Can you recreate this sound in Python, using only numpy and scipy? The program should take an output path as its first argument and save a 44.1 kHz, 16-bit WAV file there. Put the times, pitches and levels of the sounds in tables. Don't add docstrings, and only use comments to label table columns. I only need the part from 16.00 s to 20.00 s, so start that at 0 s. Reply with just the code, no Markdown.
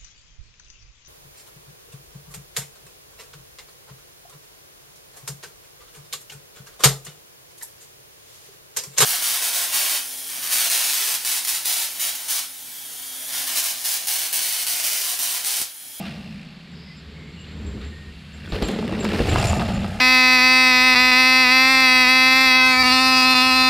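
import sys
import numpy as np
from scipy import signal
from scipy.fft import rfft, irfft
from scipy.io import wavfile

SR = 44100
rng = np.random.default_rng(int(sys.argv[2]) if len(sys.argv) > 2 else 0)


def master(y):
    cut = np.clip(np.atleast_2d(y).T, -1, 1)
    pcm = np.round(cut * 32767)
    wavfile.write(sys.argv[1], SR, pcm.astype(np.int16))


N = 176400
T = np.arange(N) / SR


def amp(db):
    return 10 ** (np.asarray(db) / 20)


def unit(x):
    return x / np.sqrt(np.mean(x ** 2) + 1e-20)


def levels(table):
    times, *columns = np.transpose(table)
    outside_s = np.maximum(times[0] - T, 0) + np.maximum(T - times[-1], 0)
    return [amp(np.interp(T, times, db)) * np.exp(-outside_s / 0.12) for db in columns]


def shape(x, spectrum):
    knots_hz, db = np.transpose(spectrum)
    hz = abs(np.fft.fftfreq(8192, 1 / SR)) + 1
    skirt = np.maximum(np.log(hz / knots_hz[-1]), 0) + np.maximum(np.log(knots_hz[0] / hz), 0)
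    log_gain = np.log(amp(np.interp(np.log(hz), np.log(knots_hz), db))) - 2 * skirt
    taps = np.fft.ifft(np.exp(np.conj(signal.hilbert(log_gain)))).real[:4096]
    return signal.oaconvolve(x, taps)[:N]


def noise(spectrum):
    return unit(shape(rng.standard_normal(N), spectrum))


def wander(rate_hz):
    hz = np.fft.rfftfreq(N, 1 / SR)
    return unit(irfft(rfft(rng.standard_normal(N)) * np.exp(-(hz / rate_hz) ** 2), N))


def tone(hz, width_hz):
    drift = wander(width_hz) + 1j * wander(width_hz)
    drift /= (abs(drift) + 1e-6) ** 0.33
    carrier = np.exp(2j * np.pi * np.cumsum(hz * np.ones(N)) / SR)
    return unit((drift * carrier).real)


def grains(per_s, spread_db):
    size = amp(spread_db * np.minimum(rng.exponential(1, N), 4))
    return unit(size * rng.choice([-1, 1], N) * (rng.random(N) < per_s / SR))


def burst(start_s, rise_s, fade_s, hold_s=0):
    release = np.exp(-np.maximum(T - start_s - rise_s - hold_s, 0) / fade_s)
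    return np.clip((T - start_s) / rise_s, 0, 1) * release


def ring(modes, t):
    return sum(amp(db - 60 * t / t60) * np.sin(2 * np.pi * hz * t) for hz, db, t60 in modes)


PASS_S, PASS_WIDTH_S, DOPPLER_RATIO = 3.32, 0.084, 0.017
def passing():
    return np.tanh((T - PASS_S) / PASS_WIDTH_S)


# freq_hz, gain_db
FOREST_SPECTRUM = [(25, -15), (80, -12), (112, -21), (150, 6), (225, -4), (300, -18.5), (950, -25.5),
                   (1900, -19.5), (4500, -21.5), (5900, -39), (7500, -38), (9500, -49), (11300, -45.5),
                   (15500, -64)]
def forest():
    return amp(-42) * noise(FOREST_SPECTRUM)


# time_s, hum_db, crunch_db, grit_db
LEAVING_LEVELS = [(0, -34, -37, -44), (.07, -35.5, -44, -44), (.2, -38, -46, -49.5), (.38, -39, -56.5, -55),
                  (.62, -62, -62.5, -84)]
# freq_hz, gain_db
RUMBLE_SPECTRUM = [(20, -23), (38, 5), (90, 16), (140, 4), (300, -18.5)]
# freq_hz, gain_db
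SOIL_BEHIND_SPECTRUM = [(150, -24), (300, 0.5), (470, -4.5), (670, 2.5), (850, 0.5), (1020, -29.5),
                        (1220, -3), (1500, -20.5)]
# freq_hz, gain_db
GRIT_SPECTRUM = [(800, 3.5), (1500, 6), (2250, 4), (2700, 9.5), (3100, 4), (4300, 4), (5200, 0),
                 (6200, -10.5), (9000, -12.5)]
def leaving_bike():
    hum, crunch, grit = levels(LEAVING_LEVELS)
    throb_hz, throb_db = 10.55, 3
    throb = amp(throb_db * np.cos(2 * np.pi * throb_hz * T))
    casing = tone(hz=199, width_hz=56) + amp(-11) * noise(RUMBLE_SPECTRUM)
    clicks = grains(per_s=4900, spread_db=1)
    soil = unit(shape(clicks, SOIL_BEHIND_SPECTRUM))
    sand = unit(shape(clicks, GRIT_SPECTRUM))
    return hum * throb * casing + crunch * soil + grit * sand


# time_s, level_db
FREEWHEEL_LEVELS = [(0, -43), (.2, -50), (.43, -47), (.52, -56), (1.2, -65), (2.8, -50), (2.9, -43),
                    (3.25, -41), (3.45, -32), (3.62, -40), (4, -46)]
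# freq_hz, gain_db
PAWL_SPECTRUM = [(1800, 1.5), (5100, 0.5), (6300, -5.5), (8700, -4), (12000, -31)]
# pitch_hz, level_db, t60_s
HUB_MODES = [(2720, -14, 0.02), (2450, -17.5, 0.012), (5087, -22, 0.012)]
def freewheel():
    first_hz, slowing_s, second_hz, snap_s = 76.8, 1.25, 71.34, 0.0052
    rate_hz = np.where(T < 1, first_hz * np.exp(-T / slowing_s), second_hz)
    teeth = np.cumsum(rate_hz) / SR
    snaps = np.exp(-(teeth % 1) / rate_hz / snap_s) * rng.standard_normal(N)
    strikes = np.diff(np.floor(teeth), prepend=0) * rng.choice([-1, 1], N)
    hub = unit(signal.oaconvolve(0.5 * unit(strikes) + unit(snaps), ring(HUB_MODES, T[:SR]))[:N])
    level = levels(FREEWHEEL_LEVELS)[0]
    nearness = level / level.max()
    return level * (nearness * unit(shape(snaps, PAWL_SPECTRUM)) + amp(-2) * hub)


# start_s, level_db, hold_s
SCUFF_EVENTS = [(0.044, -39.5, 0.0082), (1.435, -50.5, 0.081), (1.802, -44.5, 0.03), (2.63, -38.5, 0.098)]
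# freq_hz, gain_db
SCUFF_SPECTRUM = [(900, -6.5), (1400, 6), (4200, 3), (5600, -15.5)]
def scuffs():
    sprays = sum(amp(db) * burst(start, 0.012, 0.051, hold) for start, db, hold in SCUFF_EVENTS)
    return sprays * noise(SCUFF_SPECTRUM)


# time_s, rumble_db, drum_db
RUN_UP_LEVELS = [(.68, -53, -56), (.75, -38, -46), (.9, -44, -58.5), (1.2, -37, -45), (1.45, -35, -49),
                 (1.62, -28, -37.5), (1.8, -24, -37.5), (1.93, -34, -47), (2.14, -34.5, -49.5),
                 (2.45, -38.5, -97)]
# freq_hz, gain_db
DRUM_SPECTRUM = [(90, -22.5), (150, -10), (210, 2.5), (290, -8.5), (420, -6.5), (650, -22.5), (2500, -28.5)]
def run_up():
    rumble, drum = levels(RUN_UP_LEVELS)
    casing = amp(-13) * noise(RUMBLE_SPECTRUM) + amp(-7) * tone(hz=74.1, width_hz=7.8)
    return rumble * casing + drum * noise(DRUM_SPECTRUM)


# start_s, length_s, pitch_hz, width_hz, level_db
BIRD_NOTES = [(0.71, 0.32, 4920, 432, -53.5), (0.866, 0.069, 2050, 35, -47.5),
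              (1.093, 0.3, 2160, 148.1, -54), (1.362, 0.096, 2840, 110, -49),
              (1.884, 0.24, 1845, 40, -50.5)]
def birds():
    calls = np.zeros(N)
    for start_s, length_s, pitch_hz, width_hz, level_db in BIRD_NOTES:
        arch = np.sqrt(abs(np.sin(np.pi * np.clip((T - start_s) / length_s, 0, 1))))
        calls += amp(level_db) * arch * tone(pitch_hz, width_hz)
    return calls


# start_s, level_db
DISC_TOUCHES = [(.712, -66), (.965, -63), (1.39, -59), (1.66, -55), (1.845, -59), (2.33, -58), (2.485, -55),
                (2.634, -42), (2.998, -41), (3.288, -37.5), (3.38, -42), (3.47, -34), (3.736, -46)]
def brake_disc():
    touches = sum(amp(db) * burst(start, 0.0033, 0.012, 0.027) for start, db in DISC_TOUCHES)
    shiver = amp(-66) * burst(1, rise_s=0.45, fade_s=0.12, hold_s=0.5)
    pitch_hz = 7274 * (1 - DOPPLER_RATIO * passing())
    jingle = unit(tone(pitch_hz, width_hz=68) + amp(-4) * tone(pitch_hz, width_hz=400))
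    return (touches + shiver) * jingle


# low_hz, high_hz, t60_s
ECHO_BANDS = [(99, 950, 0.19), (870, 6800, 0.78)]
def tree_echo(x):
    t = T[:SR]
    echoes_per_s, delay_s = 2500, 0.008
    taps = rng.choice([-1, 1], SR) * (rng.random(SR) < echoes_per_s / SR) * (t > delay_s)
    tail = np.zeros(SR)
    for low_hz, high_hz, t60_s in ECHO_BANDS:
        band = signal.butter(2, [low_hz, high_hz], "band", fs=SR, output="sos")
        tail += signal.sosfilt(band, taps) * amp(-60 * t / t60_s)
    return signal.oaconvolve(x, tail / np.linalg.norm(tail))[:N]


# freq_hz, gain_db
HISS_SPECTRUM = [(4000, -14), (7000, 7.5), (10000, 1), (11200, 2), (13500, -10), (16000, -17)]
def flight_hiss():
    return amp(-68.5) * burst(1.35, rise_s=0.61, fade_s=0.1, hold_s=0.87) * noise(HISS_SPECTRUM)


# time_s, rumble_db, hum_db, crunch_db, grit_db, dust_db
ROLL_LEVELS = [(2.515, -36, -34, -41.5, -37.5, -76), (2.55, -23.5, -35, -27, -30, -63),
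               (2.68, -37.5, -24, -21.5, -41.5, -46), (2.83, -31.5, -22, -28, -39.5, -55),
               (2.97, -30, -22.5, -25.5, -34.5, -77), (3.13, -29, -22, -26, -28.5, -53),
               (3.27, -18.5, -29.5, -24.5, -25, -46.5), (3.47, -13.5, -23, -25, -26, -39),
               (3.62, -24.5, -21, -26, -33.5, -46.5), (3.76, -25, -19.5, -32.5, -37, -53.5),
               (4, -30, -33.5, -34, -40, -53)]
# freq_hz, gain_db
SOIL_FRONT_SPECTRUM = [(180, -14), (300, 1), (450, 1), (650, -7.5), (1500, -23)]
def tyres():
    rumble, hum, crunch, grit, dust = levels(ROLL_LEVELS)
    behind = (1 + passing()) / 2
    doppler = 1 - DOPPLER_RATIO * passing()
    clumps = np.tanh(wander(rate_hz=93))
    soil_clicks = grains(per_s=1500, spread_db=1) * amp(4.9 * clumps)
    soil = np.sqrt(1 - behind) * unit(shape(soil_clicks, SOIL_FRONT_SPECTRUM))
    soil += np.sqrt(behind) * unit(shape(soil_clicks, SOIL_BEHIND_SPECTRUM))
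    grit_clicks = grains(per_s=3400, spread_db=2) * amp(2.6 * clumps)
    coarse = amp(-3.5) * unit(shape(grit_clicks, GRIT_SPECTRUM)) + amp(-4) * gravel()
    fine = noise(HISS_SPECTRUM) * unit(amp(2.8 * wander(rate_hz=79)))
    casing = amp(-3.5) * noise(RUMBLE_SPECTRUM) + amp(-1) * tone(hz=95 * doppler, width_hz=53)
    hollow = tone(hz=202.9 * doppler, width_hz=39)
    rolling = rumble * casing + hum * hollow + crunch * soil + grit * coarse
    return amp(-4.5) * rolling + amp(-3.5) * dust * fine


def gravel():
    t = T[:SR // 40]
    clicks_per_s, decay_cycles = 350, 6.7
    pitches_hz = np.geomspace(1437, 3820, 30)
    clicks = np.zeros(N)
    for hz in pitches_hz:
        strikes = grains(clicks_per_s / len(pitches_hz), spread_db=2.5)
        click = np.exp(-t * hz / decay_cycles) * np.sin(2 * np.pi * hz * t)
        clicks += signal.oaconvolve(strikes, click)[:N]
    return unit(clicks * amp(2.8 * np.tanh(wander(rate_hz=34))))


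# start_s, thud_db, knock_db, rattle_db
BLOWS = [(2.521, -19, -25, -29.5), (2.6221, -17.5, -19, -22.5), (2.685, -37, -23, -27),
         (2.787, -33, -21.5, -30.5), (2.925, -34, -24.5, -42), (3.045, -40, -33, -25), (3.2, -16, -13, -43),
         (3.596, -23, -24.5, -26), (3.686, -27, -24, -29), (3.766, -22, -24.5, -37),
         (3.841, -41, -38, -35.5)]
# freq_hz, gain_db
KNOCK_SPECTRUM = [(80, -30), (200, 4.5), (380, 1), (650, -7), (1000, -24.5)]
# freq_hz, gain_db
RATTLE_SPECTRUM = [(300, -41.5), (750, 17), (1300, 5), (2700, 5), (4200, 6), (6500, -13)]
# start_s, level_db
GRIT_TICKS = [(2.6265, -31), (2.686, -32), (2.714, -37), (3.045, -32)]
def bumps():
    thud, knock, rattle = np.zeros((3, N))
    thud_hz = 50
    for start_s, thud_db, knock_db, rattle_db in BLOWS:
        ground = np.sin(2 * np.pi * thud_hz * (T - start_s))
        thud += amp(thud_db) * burst(start_s, rise_s=0.0073, fade_s=0.024) * ground
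        knock += amp(knock_db) * burst(start_s, rise_s=0.0032, fade_s=0.012)
        rattle += amp(rattle_db) * burst(start_s, rise_s=0.00084, fade_s=0.011)
    ticks = sum(amp(db) * burst(start, rise_s=0.00038, fade_s=0.0011) for start, db in GRIT_TICKS)
    frame = knock * noise(KNOCK_SPECTRUM)
    chain = rattle * noise(RATTLE_SPECTRUM)
    return thud + frame + chain + ticks * noise(HISS_SPECTRUM)


# start_s, level_db, pitch_ratio
STONE_SNAPS = [(2.827, -26, .9), (2.879, -26, 2.9), (2.927, -23, .85), (3.052, -18.5, 1.8),
               (3.092, -24, 2.8), (3.193, -22, 1.8), (3.3595, -11, 1), (3.383, -18, .8), (3.532, -16.5, .9),
               (3.619, -19.5, 1.25), (3.845, -23.5, 1.3)]
# pitch_hz, level_db, t60_s
STONE_MODES = [(750, -3, .025), (1000, -1, .024), (1250, -1, .014), (2800, -5, .004)]
def stones():
    return sum(amp(db) * ring(STONE_MODES, ratio * np.maximum(T - start, 0))
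               for start, db, ratio in STONE_SNAPS)


def tread_howl():
    sag_start_s, sag_hz_per_s = 3.58, 450
    pitch_hz = 681 - sag_hz_per_s * np.maximum(T - sag_start_s, 0)
    swell = burst(PASS_S, rise_s=0.19, fade_s=0.17, hold_s=0.063)
    return amp(-31) * swell * tone(pitch_hz, width_hz=92)


# freq_hz, gain_db
SIDE_SPECTRUM = [(1000, -40.5), (10500, -9.5), (12500, 19)]
def scene():
    hits = bumps() + stones()
    disc = brake_disc()
    mid = tyres() + tread_howl() + leaving_bike() + run_up() + scuffs() + flight_hiss()
    mid += freewheel() + birds() + forest() + hits + disc
    mid += tree_echo(amp(-8) * hits + amp(-10.5) * disc)
    side = amp(-18.5) * shape(mid * wander(rate_hz=130), SIDE_SPECTRUM)
    return np.array([mid + side, mid - side])


def record(dry):
    cutoff_hz = 15700
    taps = signal.firwin(511, cutoff_hz, window=("kaiser", 9), fs=SR)
    return signal.oaconvolve(dry, taps[None], "same")


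dry = scene()
out = record(dry)
master(out)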